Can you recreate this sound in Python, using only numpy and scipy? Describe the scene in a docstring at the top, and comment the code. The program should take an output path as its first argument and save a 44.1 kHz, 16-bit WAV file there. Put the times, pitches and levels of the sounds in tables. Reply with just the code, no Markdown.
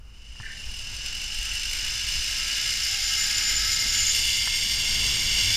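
"""A hiss and a rising whine, with an early knock and creak of harness: a zip line ride, from the helmet.
The trolley's sheaves gather speed over the strands of a steel cable and ring the frame, whose colour
changes as first one hand, then the other, lets go. The handlebar sings while it hangs from one hand,
until that glove slips off too. Underneath, a growing wind buffets the microphone and booms in the helmet."""
import sys
import numpy as np
from scipy import signal
from scipy.fft import rfft, irfft, next_fast_len
from scipy.io import wavfile
from scipy.ndimage import map_coordinates

SR = 44100
rng = np.random.default_rng(int(sys.argv[2]) if len(sys.argv) > 2 else 0)


def store_pcm(level_fs):
    """Save levels as 16-bit WAV."""
    pcm = np.round(np.clip(level_fs, -1, 1) * 32767).astype(np.int16)
    wavfile.write(sys.argv[1], SR, np.atleast_2d(pcm).T)


N = 245195

# travel speed along the cable: time_s, strands_per_s
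SPEED = [(0, 125), (.5, 200), (1, 255), (1.3, 278), (1.8, 316), (2.3, 350), (2.7, 376), (3, 397),
         (3.4, 424), (4, 450), (4.6, 478), (5, 495), (5.56, 512)]


def amp(db):
    """Decibels to gain."""
    return 10 ** (np.asarray(db) / 20)


def unit(x):
    """Scale to rms 1."""
    return x / np.sqrt(np.mean(x ** 2) + 1e-20)


def along(points, hz):
    """Read (freq_hz, value) points on a log axis."""
    freqs, values = np.transpose(points)
    return np.interp(np.log(hz + 1), np.log(freqs + 1), values)


def curves(rows):
    """One value per sample for each column after time_s."""
    times, *columns = np.transpose(rows)
    return [np.interp(np.arange(N) / SR, times, column) for column in columns]


def wobble(rate):
    """A smooth random curve, rate knots a second."""
    return map_coordinates(rng.standard_normal(int(N * rate / SR) + 4), [np.arange(N) * rate / SR])


def envelope(start_s, attack_s, hold_s, release_s):
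    """Level in dB: climbs 28 dB over the attack, holds at 0, then falls 28 dB per release time."""
    t = np.arange(N) / SR - start_s
    return -28 * (np.maximum(1 - t / attack_s, 0) + np.maximum((t - attack_s - hold_s) / release_s, 0))


def swells(rows):
    """Smooth bumps from (centre_s, length_s, boost_db, ...) rows: one curve per dB column."""
    centre, length, *boosts = np.transpose(rows)
    offset = np.clip((np.arange(N) / SR - centre[:, None]) / length[:, None], -.5, .5)
    return np.array(boosts) @ np.cos(np.pi * offset) ** 2


def filtered(x, response):
    """Shape x with a gain that depends on frequency."""
    size = next_fast_len(N + SR // 4)
    return irfft(rfft(x, size) * response(np.fft.rfftfreq(size, 1 / SR)), size)[:N]


def noise(spectrum):
    """Coloured noise at rms 1."""
    return unit(filtered(rng.standard_normal(N), lambda hz: amp(along(spectrum, hz))))


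def peaks(modes, hz):
    """Power response of steep-sided resonances: pitch_hz, width_hz, level_db."""
    return sum(amp(2 * db) / (1 + (2 * (hz - centre) / width) ** 2) ** 2 for centre, width, db in modes)


def resonate(force, modes):
    """A force rings a set of resonances, at rms 1."""
    return unit(filtered(force, lambda hz: np.sqrt(peaks(modes, hz))))


def rubbed(modes, grain_db):
    """Friction: quick uneven slips ring a few resonances."""
    slips = rng.standard_normal(N) * amp(grain_db * wobble(250))
    return resonate(slips, modes)


def wind():
    """One wind drives three layers: eddies on the microphone, a boom in the helmet and a soft rush."""
    # wind strength at the helmet: time_s, rush_db
    strength = [(0, -61), (.28, -62.5), (.45, -56), (3.1, -56.5), (3.7, -50.5), (4.35, -52), (5.0, -45),
                (5.56, -45.5)]
    # gusts: centre_s, length_s, buffet_db, rush_and_boom_db
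    gusts = [(.68, 0.17, 10, 2), (.94, 0.19, 4.5, 3), (1.42, 0.34, 9, -2), (1.72, 0.56, 7.5, -1.5),
             (2.15, 0.37, 6, 3.5), (2.67, 0.11, 1, 4), (3.85, 0.086, -8, 6), (4.2, 0.075, 7, 3),
             (5.04, 0.27, 0, 2)]
    # colours of the eddies and of the rushing air: freq_hz, level_db
    buffet_colour = [(8, -9), (15, 7), (28, -5), (42, -2.5), (54, 2), (64, -10.5), (78, -12.5), (120, -55)]
    rush_colour = [(80, -35), (135, -1), (170, -5), (205, -1.5), (300, -10.5), (600, -14.5), (1500, -14),
                   (5000, -52)]
    # hollow resonance of the shell: pitch_hz, width_hz, level_db
    helmet_modes = [(93.6, 50, 0)]
    wind_db, = curves(strength)
    eddy_db, gust_db = swells(gusts)
    rise_db = wind_db - wind_db.mean()
    buffet = amp(-39.5 + 0.48 * rise_db + eddy_db) * noise(buffet_colour)
    shell = resonate(rng.standard_normal(N), helmet_modes)
    boom = amp(-49.5 + 0.85 * rise_db + gust_db + wobble(9)) * shell
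    rush = amp(wind_db + gust_db + 0.6 * wobble(20)) * noise(rush_colour)
    return buffet + boom + rush


def harness():
    """Shackles knock and thump; the sling creaks in quick slips as it takes the weight."""
    # hardware knocks: start_s, ring_db, thump_db
    knocks = [(.355, -52, -55), (.400, -42, -30), (0.408, -49, -33.5), (4.474, -33.5, -46),
              (4.479, -44, -48)]
    # ring of a shackle: pitch_hz, level_db, t60_s
    shackle_modes = [(450, -15, .025), (910, -16, 0.048), (1010, 13.5, 0.0081), (1380, 4, 0.022),
                     (1770, 7, 0.031)]
    # resonances of the webbing: pitch_hz, width_hz, level_db
    sling_modes = [(1580, 110, -3), (1800, 110, 3), (2000, 170, -5), (2320, 180, -11)]
    hardware = np.zeros(N + SR)
    t = np.arange(SR // 6) / SR
    thump = amp(-60 * t / 0.06) * np.sin(2 * np.pi * 100 * t)
    attack = 1 - np.exp(-t / 0.00064)
    for start_s, ring_db, thump_db in knocks:
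        ring = np.zeros(len(t))
        for hz, level_db, t60_s in shackle_modes:
            decay = amp(level_db + rng.normal(0, 1.4) - 60 * t / t60_s)
            ring += decay * np.sin(2 * np.pi * (hz * t + rng.random()))
        hardware[round(start_s * SR):][:len(t)] += (amp(ring_db) * ring + amp(thump_db) * thump) * attack
    creak_db = -38.5 + envelope(start_s=0.407, attack_s=0.029, hold_s=0.04, release_s=0.24)
    return hardware[:N] + amp(creak_db) * rubbed(sling_modes, grain_db=4.0)


def handlebar():
    """The bar's free end sings while it hangs from one hand; that glove rubs harder, then slips off."""
    # flare-ups of the singing: centre_s, length_s, boost_db
    flares = [(3.21, .1, 6), (3.38, 0.088, 7), (3.48, 0.086, 11), (3.565, .08, 10.5), (3.81, 0.037, 9),
              (4.0, 0.14, 10), (4.1, 0.11, 8)]
    # resonances under the sliding glove: pitch_hz, width_hz, level_db
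    bar_modes = [(6480, 140, 2), (6670, 280, -3), (7130, 180, 0)]
    sing_hz = 7075
    sing_db = -37.5 + envelope(start_s=2.75, attack_s=0.25, hold_s=1.38, release_s=0.1)
    flare_db, = swells(flares)
    phase = 2 * np.pi * sing_hz * np.arange(N) / SR + 0.85 * wobble(45)
    sing = amp(sing_db + flare_db + 1.3 * wobble(25.5)) * unit(np.sin(phase))
    slide_db = -27.5 + envelope(start_s=3.68, attack_s=0.399, hold_s=0.027, release_s=0.08)
    return sing + amp(slide_db) * rubbed(bar_modes, grain_db=3.0)


def whine(strands):
    """Strands pass under the sheaves as rising tones that swell where the cable radiates well."""
    # strand tones: multiple_of_strand_rate, level_db
    harmonics = [(1, 0), (2, -2.5), (3, -0.5), (4, -2), (5, -9)]
    # how well the taut cable radiates: freq_hz, gain_db
    radiation = [(250, -37), (430, -34), (560, -58), (730, -47), (790, -23), (860, -25), (930, -28),
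                 (1000, -28), (1120, -37), (1220, -30), (1300, -18.5), (1400, -32), (1520, -26),
                 (1650, -7.5), (1900, -36), (2130, -26), (2400, -43)]
    speed, = curves(SPEED)
    drive_db = -25.5 - 37 * np.exp((speed[0] - speed) / 130)  # grows with speed and levels off
    tones = np.zeros(N)
    for multiple, db in harmonics:
        level_db = drive_db + db + along(radiation, multiple * speed) + 2.1 * wobble(14)
        tones += amp(level_db) * np.sin(2 * np.pi * multiple * strands + 1.6 * wobble(35))
    return tones


def contact(turns, pattern_db, flutter_db, throb_db, scuff_decay_s, scatter_db):
    """Force under the rolling sheaves, as a smooth hiss and a spikier grit."""
    # how hard the sheave bites at each speed: strands_per_s, depth_db
    bite_depth = [(150, -11), (230, -1.5), (320, -3.5), (400, -7), (500, -11.5)]
    # the worn groove repeats its bumps every turn, fading in and out as the sheave wanders
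    groove = rng.standard_normal(80)
    pattern = map_coordinates(groove, [turns % 1 * len(groove)], mode="grid-wrap", order=3)
    pattern *= 1 + .5 * wobble(6)
    # about once a turn the sheave bites: a sudden scuff of uneven strength
    bites = np.diff(np.floor(turns + .1 * wobble(40)), prepend=0) > 0
    strength = amp(scatter_db * np.tanh(wobble(70)))
    decay = np.exp(-np.arange(SR // 25) / (scuff_decay_s * SR))
    scuffs = unit(signal.fftconvolve(bites * strength, decay)[:N])
    depth = amp(2 * along(bite_depth, curves(SPEED)[0]))
    scuff_power = (1 + depth * scuffs ** 2) / (1 + depth)
    flutter = unit(wobble(35) + wobble(110) + wobble(400))
    pressure_db = flutter_db * flutter + throb_db * np.sin(2 * np.pi * turns)
    force = amp(pressure_db) * np.sqrt(scuff_power)
    hiss = unit(rng.standard_normal(N) * force ** 0.39)  # compressed, so smoother than the grit
    grit = unit(rng.standard_normal(N) * force * amp(0.39 * wobble(35)))
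    return hiss + amp(pattern_db) * unit(pattern), grit


def trolley(turns):
    """The rolling contact rings the frame, louder with speed; each grip damps different resonances."""
    # the rider letting go of the bar: time_s, hands_off (about 0 to 2)
    letting_go = [(0, 0.32), (1.6, 0.068), (2.8, 0.48), (3.05, 0.78), (3.3, 0.82), (4.05, 1.4), (4.2, 1.94),
                  (4.45, 2.145)]
    # broad colour of steel rolling on steel: freq_hz, level_db
    roll_colour = [(100, -17.5), (450, -20.5), (1180, -16.5), (1450, -8.5), (2000, -2.5), (2600, -3),
                   (4300, 0), (5400, 0), (6800, -3.5), (7900, -6.5), (8300, -11.5), (9900, -15.5),
                   (10800, -18), (13000, -21), (14100, -22), (15200, -22.5)]
    # frame resonances over that colour: pitch_hz, width_hz, two_hands_db, one_hand_db, no_hands_db
    frame_modes = [(1312, 31, 7, 19, -16), (1465, 114, 3, 5.5, -6), (1637, 140, 5, 13, 7.5),
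                   (1830, 69, -8, 10.5, 7), (2117, 102, -3, 16.5, 17.5), (2270, 170, 6, 4, 11.5),
                   (2485, 200, 6, 5, 1.5), (2739, 90, 21, 18, 19.5), (2902, 214, 22, 24, 21),
                   (3130, 220, -14, 7.5, 12), (3390, 81, -2, -8, 16), (3515, 115, 9, 8, 16.5),
                   (3990, 790, 2, 3, 3), (4586, 450, 4.5, 3, 9.5), (4776, 250, -4, 11.5, 14.5),
                   (5140, 400, 12, 15, 11), (5502, 280, 4, 12, 13.5), (6034, 290, 11.5, 9, 8),
                   (6610, 440, 3, 7.5, 12.5), (7079, 99, -1, 18.5, 8), (7410, 410, 10, 5, 12.5),
                   (8635, 67, 13, 7, 15.5), (9180, 210, 11, 11.5, 4), (10220, 330, 2, 7.5, 1),
                   (11800, 130, -12, 12, 8), (11930, 80, -7, 16, 15), (12700, 260, 4, 5, 10),
                   (12950, 260, 15, 6, 7), (13780, 330, 12, 1, 8)]
    # growl, sheave ring, hiss, grit and fizz; each starts short of full level and closes in with speed:
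    # full_db, shortfall_db, speed_scale_strands_per_s, one_hand_db, no_hands_db
    bands = [(-31.5, 37.5, 130, .5, -0.8), (-29, 34.5, 86.6, -7, -1.5), (-24.5, 44, 108, 1, 0.5),
             (-38.5, 41, 106, -2, 1), (-42, 53, 109, 0.5, 0.5)]
    # borders of those five bands: edge_hz
    edges = [0, 2630, 3130, 8000, 11000, 22050]
    # the trolley rocks and scrapes harder: centre_s, length_s, ring_db, growl_and_hiss_db, grit_and_fizz_db
    jolts = [(.74, 0.28, 0.5, 0.5, 3), (1.08, 0.14, 0, 2, .5), (1.74, .22, -1.5, 1, 3.5),
             (2.55, 0.21, 2, 0.5, 0.5), (2.93, 0.12, 3, 0.5, 1), (3.13, 0.074, 6, 0, 0),
             (4.17, 0.1, 4, 1, 2), (4.31, 0.24, 2, .5, 0), (5.08, 0.37, 2.5, 1, 0.5),
             (5.36, 0.28, 4, 1.5, 0.5), (5.53, 0.38, 3, 2, 2)]
    hiss, grit = contact(turns, pattern_db=-12, flutter_db=1.5, throb_db=1.5,
                         scuff_decay_s=0.0028, scatter_db=6.0)
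    speed, = curves(SPEED)
    hands_off, = curves(letting_go)
    ring_jolt, hiss_jolt, grit_jolt = swells(jolts)
    size = next_fast_len(N + SR // 4)
    hz = np.fft.rfftfreq(size, 1 / SR)
    drive_spectra = [rfft(hiss, size)] * 3 + [rfft(grit, size)] * 2
    band_jolts = [hiss_jolt, ring_jolt, hiss_jolt, grit_jolt, grit_jolt]
    out = np.zeros(N)
    for grip in range(3):  # two hands, one, none
        modes = [(centre, width, dbs[grip]) for centre, width, *dbs in frame_modes]
        frame = amp(along(roll_colour, hz)) * np.sqrt(1 + peaks(modes, hz))
        crossfade = np.clip(1 - abs(hands_off - grip), 0, 1)
        for band, drive, jolt_db, low, high in zip(bands, drive_spectra, band_jolts, edges, edges[1:]):
            full_db, shortfall_db, speed_scale, one_hand_db, no_hands_db = band
            level_db = full_db - shortfall_db * np.exp((speed[0] - speed) / speed_scale)
            grip_db = (0, one_hand_db, no_hands_db)[grip]
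            rolling = unit(irfft(drive * frame * (hz >= low) * (hz < high), size)[:N])
            out += crossfade * amp(level_db + jolt_db + grip_db) * rolling
    return out


def scene():
    """A mono mix: every source rides along with the microphone."""
    strands = np.cumsum(curves(SPEED)[0]) / SR
    turns = strands / 6  # six strands per turn of a sheave
    return (trolley(turns) + whine(strands) + handlebar() + harness() + wind())[None]


def record(dry):
    """The camera keeps nothing above its band limit."""
    top_hz = 15330
    return filtered(dry[0], lambda hz: hz < top_hz)[None]


dry = scene()
out = record(dry)
store_pcm(out)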